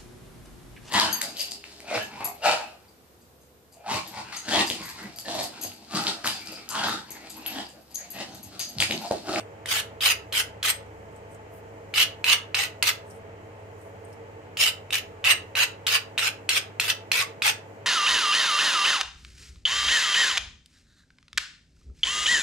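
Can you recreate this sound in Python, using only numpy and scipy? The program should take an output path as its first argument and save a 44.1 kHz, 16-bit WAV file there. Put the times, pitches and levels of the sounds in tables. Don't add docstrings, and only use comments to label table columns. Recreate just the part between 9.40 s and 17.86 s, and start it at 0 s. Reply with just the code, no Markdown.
import sys
import numpy as np
from scipy import signal
from scipy.fft import rfft, irfft, next_fast_len
from scipy.io import wavfile
from scipy.ndimage import uniform_filter1d

SR = 44100
rng = np.random.default_rng(int(sys.argv[2]) if len(sys.argv) > 2 else 0)


def wav_record(signal):
    frames = np.transpose(np.atleast_2d(signal))
    bounded = np.clip(frames, -1, 1)
    quanta = np.round(bounded * 32767).astype(np.int16)
    wavfile.write(sys.argv[1], SR, quanta)


N = 373086
TIME = np.arange(N) / SR

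# start in seconds, gliding level in dB, lean-in time in ms, level then in dB,
# lift-off time in ms, level then in dB, tube flexing in dB against the rasp, chip hiss in dB against the rasp,
# contact pitch at the start in Hz, contact pitch at lift-off in Hz, contact strength in dB,
# gain of the tube wall ring in dB. Both times count from the start.
STROKES = [ (-0.08, -30, 30, -30, 83.7, -41.5, -4, -16.5, 2440, 2435, -8.5, 26),
           (0.259, -41, 58, -22.5, 136, -22.5, -5.5, -11, 3086, 3011, -3.5, 11),
           (0.608, -28.5, 58, -17, 111.5, -21, -7, -10.5, 3300, 2650, 0, 4),
           (0.927, -28, 33, -22.5, 72.6, -18, -7, -9.5, 3140, 3020, -2.5, 13),
           (1.23, -33, 28, -20, 74.3, -19.5, -6.5, -8, 3040, 3175, -5.5, 16),
           (2.54, -30.5, 39, -16.5, 91.4, -17.5, -9.5, -13.5, 2914, 2868, -1.5, 1),
           (2.843, -28.5, 52, -17, 93.6, -17.5, -6.5, -13.5, 2680, 2918, 3, 10),
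           (3.147, -24, 54, -21, 112, -28.5, -6, -14.5, 2793, 2802, -4.5, 14),
           (3.427, -25.5, 27, -22.5, 66, -14, -7, -12.5, 2690, 2750, -7, 6),
           (5.172, -37.5, 42.6, -15.5, 119.5, -24, -8.5, -10.5, 2940, 2930, 1.1, -3),
           (5.514, -55, 18, -18.5, 71.6, -29.5, -8, -11.5, 2850, 2821, -1.5, -2),
           (5.845, -22, 80, -14, 68.6, -11.5, -4, -14, 2783, 2828, 2.3, 18),
           (6.156, -30.5, 15, -24.5, 76, -15.5, -3.5, -15, 2742, 2818, 2, 13),
           (6.47, -20.5, 36, -24, 89.4, -15, -7, -12.5, 2835, 2820, -1.5, 5),
           (6.782, -21, 24, -24, 96, -20, -6, -14, 2936, 2718, -3.5, 14),
           (7.092, -19, 60, -25, 81.3, -15.5, -9, -14, 2743, 2850, -7.5, 16),
           (7.4, -26, 68, -29, 101.3, -16, -7.5, -11.5, 2770, 2910, -5.5, 7),
           (7.718, -25.5, 31, -22, 101.7, -19.5, -8, -13.5, 2636, 2260, -6, 15),
           (8.024, -29, 34.5, -15.5, 74, -17, -7, -15, 2690, 2660, -5.5, 20), ]
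# time in seconds, knock level in dB, treble crack in dB against the knock,
# knock pitch in Hz, ring pitch in Hz.
LANDINGS = [(0.2578, -22.5, -11, 1960, 3680), (0.6066, -23.5, -24.5, 3330, 3720),
            (0.9247, -19, -13.5, 3200, 4170), (1.2287, -15.5, -15, 3330, 4030),
            (2.5391, -18.5, -25, 2330, 4180), (2.8422, -10.5, -19.5, 2624, 4045),
            (3.1452, -8.5, -22, 2612, 4050), (3.4256, -7, -10, 2858, 4250),
            (5.1708, -18, -15.5, 2860, 4430), (5.5061, -19, -17, 2695, 3664),
            (5.5257, -18.5, -18, 2960, 3740), (5.842, -12, -29, 2950, 3548),
            (6.1532, -13.5, -24, 2600, 3850), (6.467, -10.5, -11.5, 3260, 3750),
            (6.7783, -10, -19, 2742, 3623), (7.0905, -9, -10, 2710, 4160), (7.3983, -7.5, -11, 2630, 4100),
            (7.7163, -7, -13.5, 2532, 4177), (8.0207, -9.5, -21.5, 2568, 3860)]
# start in seconds, end in seconds, level before fading in dB, pitch in Hz.
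GROANS = [(7.794, 7.854, -33.5, 1136), (8.036, 8.114, -30.5, 862)]
# time in seconds, strength in dB, ring pitch in Hz.
TOUCHES = [(1.458, -52, 6080), (1.725, -58, 8000), (1.7594, -44, 7750), (1.926, -52, 8200),
           (1.943, -41, 7434), (3.698, -39, 8197), (3.705, -38, 5640), (4.4097, -53, 8360),
           (4.6445, -45, 8600), (4.725, -39.5, 5500)]
# start in seconds, end in seconds, level before fading in dB,
# hiss centre in Hz.
RUBS = [(1.7, 1.83, -71.5, 7550), (1.878, 1.98, -64, 7960), (2.093, 2.23, -60, 14000),
        (3.631, 3.818, -61.5, 8700), (4.0, 4.338, -82, 8400), (4.355, 4.528, -68.5, 11000),
        (4.629, 4.78, -70, 8950)]
# pitch in Hz, width in Hz (see steel() for
# the narrowest), strength in dB.
STEEL_MODES = [(1303, 28, -3.5), (1580, 37, -35), (2277, 260, -14), (2456, 37, -25.5), (2596, 540, -3.5),
               (2825, 70, 1.5), (2873, 83, -8.5), (3250, 26, -65), (4110, 38, -7), (4550, 48, -11.5),
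               (6800, 950, 8.5), (7460, 104, -39.5), (11500, 380, -24)]
# frequency in Hz, relative level in dB per Hz.
RASP_COLOUR = [(290, -51.5), (500, -27), (807, -20.5), (1380, -15.5), (2230, -8), (2850, -3.5), (3700, -6),
               (6140, -16.5), (7420, -20.5), (12100, -20.5), (16000, -23.5)]
# frequency in Hz, left minus right in dB.
FILE_SIDE = [(500, 0), (1200, -1), (3000, -1.5), (6400, -2), (7400, 1), (8400, 10), (10500, 7.5),
             (15000, 4.5)]
# frequency in Hz, time to fall by 60 dB in seconds.
ROOM_FADE = [(800, 0.37), (2500, 0.26), (6000, 0.22), (15000, 0.15)]
# frequency in Hz, relative level in dB per Hz.
DRONE_COLOUR = [(25, -37.5), (55, -21.5), (100, -9.5), (140, -11), (300, -15), (460, -11.5), (860, -13.5),
                (1400, -21), (2000, -20.5), (3200, -30), (3500, -38.5), (5200, -40), (8600, -42),
                (9200, -48.5), (16000, -48)]
# centre in Hz, width in Hz, lift in dB.
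DRONE_PEAKS = [(110, 4, 8), (307, 15, 10), (415, 20, 7), (457.7, 43, 11.5), (555.6, 11, 11.5),
               (658, 28, 9.5), (876, 26, 9.5), (4050, 300, 2), (6950, 1100, 5)]
# frequency in Hz, likeness from 0 (unlike) to 1 (the same).
DRONE_LIKENESS = [(60, 0.82), (130, 1), (290, 0.74), (640, 0.87), (1400, 0.19), (3100, 0.087), (7000, 0),
                  (15000, 0)]
# frequency in Hz, left minus right in dB.
DRONE_SIDE = [(60, -5), (110, -2), (200, 7.5), (380, -5.5), (700, 2.5), (1290, -3), (2380, 0.5), (4400, -3),
              (8120, -0.5), (15000, 5.5)]
# time in seconds, firing rate in Hz, level in dB, level of its second order in dB.
ENGINE = [(0, 41.7, -74, -61), (.6, 36, -70.5, -56.5), (1.5, 36.5, -69, -55.5), (2.4, 38.36, -65, -61.5),
          (3.9, 42.44, -68, -59.5), (5.1, 44.67, -68, -57), (6, 44.15, -66, -53), (6.7, 44.2, -76, -72),
          (7.5, 42.9, -82, -77), (8.46, 43.9, -88, -76.5)]
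# tube flexing, rasp and chip hiss, each in dB.
LIFT_LOSS_DB = (16.5, 21, 23.5)

LIFT_S = 0.029
HISS_GROWTH_DB = 2
SKID_DB, SKID_S = -3.5, 0.0035
PATCHY_DB, HOLD_DB, CHATTER_DB, FORCE_DB = 2.4, 2.6, 1.9, 2.4
CONTACT_WIDTH_HZ = 190
TUBE_RING_HZ, TUBE_RING_WIDTH_HZ = 8420, 45
HANDLED_RING_DB = 13
CRACK_LAG_S = 0.0012
ROOM_DB = -9
WORK_LAG_S = 0.000025
DRONE_DB = -45
DRONE_LAG_S = 0.0003
MAINS_HZ, MAINS_DB = 101.3, -52
CUTOFF_HZ = 16300


def amp(db):
    return 10 ** (np.asarray(db) / 20)


def unit(x):
    return x / np.sqrt(np.mean(x ** 2) + 1e-20)


def at_hz(points, hz):
    table = np.array(points)
    return np.interp(np.log(hz + 1), np.log(table[:, 0]), table[:, 1])


def shape(x, gain_at):
    size = next_fast_len(x.shape[-1])
    hz = np.arange(size // 2 + 1) * SR / size
    return irfft(rfft(x, size) * gain_at(hz), size)[..., :x.shape[-1]]


def band(x, kind, hz):
    return signal.sosfilt(signal.butter(3, hz, kind, fs=SR, output="sos"), x)


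def resonate(x, hz, width_hz):
    r = np.exp(-np.pi * width_hz / SR)
    feed = np.array([1, 0, -1]) * (1 - r * r) / 2
    back = [1, -2 * r * np.cos(2 * np.pi * hz / SR), r * r]
    return signal.lfilter(feed, back, x + 1e-18)


def drift(rate):
    r = np.exp(-32 * np.pi * rate / SR)
    noise = rng.standard_normal(N // 16 + 3002)
    slow = signal.lfilter([1], [1, -2 * r, r * r], noise)[3000:]
    return np.interp(np.arange(N) / 16, np.arange(len(slow)), unit(slow))


def pressure():
    gains, contact_db = np.zeros((3, N)), np.zeros(N)
    contact_hz = np.full(N, STROKES[0][8] * 1.)
    for (s, glide_db, lean_ms, lean_db, lift_ms, lift_db, flex_db, hiss_db,
         start_hz, lift_hz, strength_db, _) in STROKES:
        lift = s + lift_ms / 1000
        on = slice(max(round(s * SR), 0), round((lift + LIFT_S) * SR))
        t = TIME[on]
        rasp_db = np.interp(t, [s, s + lean_ms / 1000, lift], [glide_db, lean_db, lift_db])
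        along = np.interp(t, [s, lift], [-.5, .5])
        leaving = np.interp(t, [lift, lift + LIFT_S], [0, 1])
        colour_db = flex_db, 0, hiss_db + HISS_GROWTH_DB * along
        skid = 0
        for at, db, *_ in LANDINGS:
            skid = skid + amp(db + SKID_DB) * (t > at) * np.exp(-np.abs(t - at) / SKID_S)
        for gain, db, loss_db in zip(gains, colour_db, LIFT_LOSS_DB):
            gain[on] = np.hypot(amp(rasp_db - loss_db * leaving), skid) * amp(db)
        contact_hz[on.start:] = lift_hz
        contact_hz[on] = np.interp(t, [s, lift], [start_hz, lift_hz])
        contact_db[on] = strength_db
    return uniform_filter1d(gains, size=60), contact_hz, contact_db


def teeth(per_s, spread_db, shared):
    catches = rng.random((3, N)) < per_s / SR
    strength = amp(spread_db * np.minimum(rng.exponential(1, (3, N)), 4))
    common, left, right = catches * strength * rng.choice([-1, 1], (3, N))
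    return unit(np.sqrt(shared) * common + np.sqrt(1 - shared) * np.array([left, right]))


def patches(force, patchy_db, rate):
    edges = np.geomspace(500, 17000, 31)
    out = 0
    for k, (low, high) in enumerate(zip(edges, edges[1:])):
        strip = signal.sosfilt(signal.butter(1, [low, high], "band", fs=SR, output="sos"), force)
        out = out + (-1) ** k * strip * amp(patchy_db * drift(rate))
    return out


def contact(force, hz, width_hz):
    slow = band(force, "low", width_hz)
    other_slow = band(force[::-1, ::-1], "low", width_hz)
    phase = 2 * np.pi * np.cumsum(hz) / SR
    return unit(slow * np.cos(phase) + other_slow * np.sin(phase))


def steel(force, hold_db):
    out = 0
    for k, (hz, width, db) in enumerate(STEEL_MODES):
        width = max(width, 60)
        mode = resonate(force * amp(db + hold_db * drift(13)), hz, width)
        out = out + (-1) ** k * mode * np.sqrt(60 / width)
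    return out


def filing():
    gains, contact_hz, contact_db = pressure()
    chatter = amp(CHATTER_DB * drift(130))
    force = teeth(per_s=9000., spread_db=FORCE_DB, shared=0.21)
    patchy = patches(force, patchy_db=PATCHY_DB, rate=22.4)
    broad = unit(shape(patchy, lambda hz: amp(at_hz(RASP_COLOUR, hz))))
    body = broad + contact(force, contact_hz, width_hz=CONTACT_WIDTH_HZ) * amp(contact_db)
    flexing = band(body, "low", 2000)
    middle = band(body, "band", [2000, 5500])
    hiss = band(body, "high", 7140)
    rasp = chatter * sum(unit(part) * gain for part, gain in zip((flexing, middle, hiss), gains))
    return rasp + amp(1.5) * steel(rasp, HOLD_DB)


def tube_ring(work):
    free_db = np.full(N, HANDLED_RING_DB * 1.)
    for s, _, _, _, lift_ms, *_, ring_db in STROKES:
        during = (TIME > s - .003) & (TIME < s + lift_ms / 1000 + LIFT_S)
        free_db[during] = ring_db
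    return resonate(work * amp(free_db), TUBE_RING_HZ, TUBE_RING_WIDTH_HZ)


def garage(x):
    age, tail = np.arange(SR // 2) / SR, 0
    for low in 500 * 2. ** np.arange(5):
        noise = band(rng.standard_normal((2, len(age))), "band", [low, 2 * low])
        tail = tail + noise * amp(-60 * age / at_hz(ROOM_FADE, np.sqrt(2) * low))
    tail = tail * (age > .004)
    tail = tail / np.sqrt(np.sum(tail ** 2, axis=1, keepdims=True))
    return signal.fftconvolve(x.mean(axis=0, keepdims=True), tail, axes=1)[:, :N]


def lean(hz, side_table, lag_s):
    level = amp([[.5], [-.5]] * at_hz(side_table, hz))
    return level * np.exp([[-2j * np.pi], [0]] * hz * lag_s)


def drone():
    def colour(hz):
        lift = sum(db / (1 + (2 * (hz - centre) / width) ** 2) for centre, width, db in DRONE_PEAKS)
        return amp(at_hz(DRONE_COLOUR, hz) + lift)

    def likeness(hz):
        return np.clip(at_hz(DRONE_LIKENESS, hz), -1, 1)

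    mid, side = rng.standard_normal((2, N))
    mid = shape(mid, lambda hz: np.sqrt(1 + likeness(hz)))
    side = shape(side, lambda hz: np.sqrt(1 - likeness(hz)))
    left_right = np.array([mid + side, mid - side])
    both = shape(left_right, lambda hz: colour(hz) * lean(hz, DRONE_SIDE, DRONE_LAG_S))
    treble = band(both, "high", 3300)
    both = both + treble * (amp(1.2 * drift(4.3)) - 1)
    return amp(DRONE_DB) * unit(both)


def hums():
    s, *columns = np.transpose(ENGINE)
    hz, first_db, second_db = [np.interp(TIME, s, c) for c in columns]
    phase = 2 * np.pi * np.cumsum(hz) / SR
    mains = amp(MAINS_DB + 0.56 * drift(1.5)) * np.sin(2 * np.pi * MAINS_HZ * TIME)
    engine = amp(first_db) * np.sin(phase) + amp(second_db) * np.sin(2 * phase)
    return np.sqrt(2) * (mains + engine)


def landings():
    out, age = np.zeros((2, N)), np.arange(1500) / SR
    swell = age / 0.0011 * np.exp(-age / 0.0012)
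    late_swell = np.e * np.interp(age - CRACK_LAG_S, age, swell)
    for s, db, treble_db, knock_hz, ring_hz in LANDINGS:
        knock = np.sin(2 * np.pi * knock_hz * age) * np.exp(-age / 0.0012)
        ring = amp(-4.0) * np.sin(2 * np.pi * ring_hz * age) * swell
        crack = band(rng.standard_normal((2, len(age))), "band", [3000, 12000]) * late_swell
        at = round(s * SR)
        out[:, at:at + len(age)] += amp(db) * (knock + ring + amp(treble_db) * crack)
    out = band(out, "high", 790)
    return out + amp(-2.0) * steel(out, HOLD_DB)


def handling():
    out, age = np.zeros((2, N)), np.arange(3000) / SR
    for s, db, hz in TOUCHES:
        tick = rng.standard_normal((2, len(age))) * np.minimum(age / 0.0055, 1) * np.exp(-age / 0.006)
        tick = amp(-10) * band(tick, "band", [4500, 13000]) + amp(6) * resonate(tick, hz, 450)
        at = round(s * SR)
        out[:, at:at + len(age)] += amp(db) * tick
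    uneven = amp(1.7 * drift(60))
    for start, end, db, hz in RUBS:
        a, b = round(start * SR), round(end * SR)
        hiss = resonate(rng.standard_normal((2, b - a)), hz, .5 * hz)
        out[:, a:b] += amp(db) * unit(hiss) * np.hanning(b - a) * uneven[a:b]
    return out


def groans():
    out = np.zeros((2, N))
    for start, end, db, hz in GROANS:
        a, b = round(start * SR), round(end * SR)
        shake = resonate(resonate(rng.standard_normal((2, b - a)), hz, 149), hz, 150)
        out[:, a:b] += amp(db) * unit(shake) * np.hanning(b - a)
    return out


def scene():
    work = filing() + landings() + handling() + groans()
    work = work + tube_ring(work)
    heard = work + amp(ROOM_DB) * garage(work)
    facing = shape(heard, lambda hz: lean(hz, FILE_SIDE, WORK_LAG_S))
    return facing + drone() + hums()


def record(dry):
    return signal.sosfilt(signal.cheby2(14, 70, CUTOFF_HZ, fs=SR, output="sos"), dry)


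dry = scene()
out = record(dry)
wav_record(out)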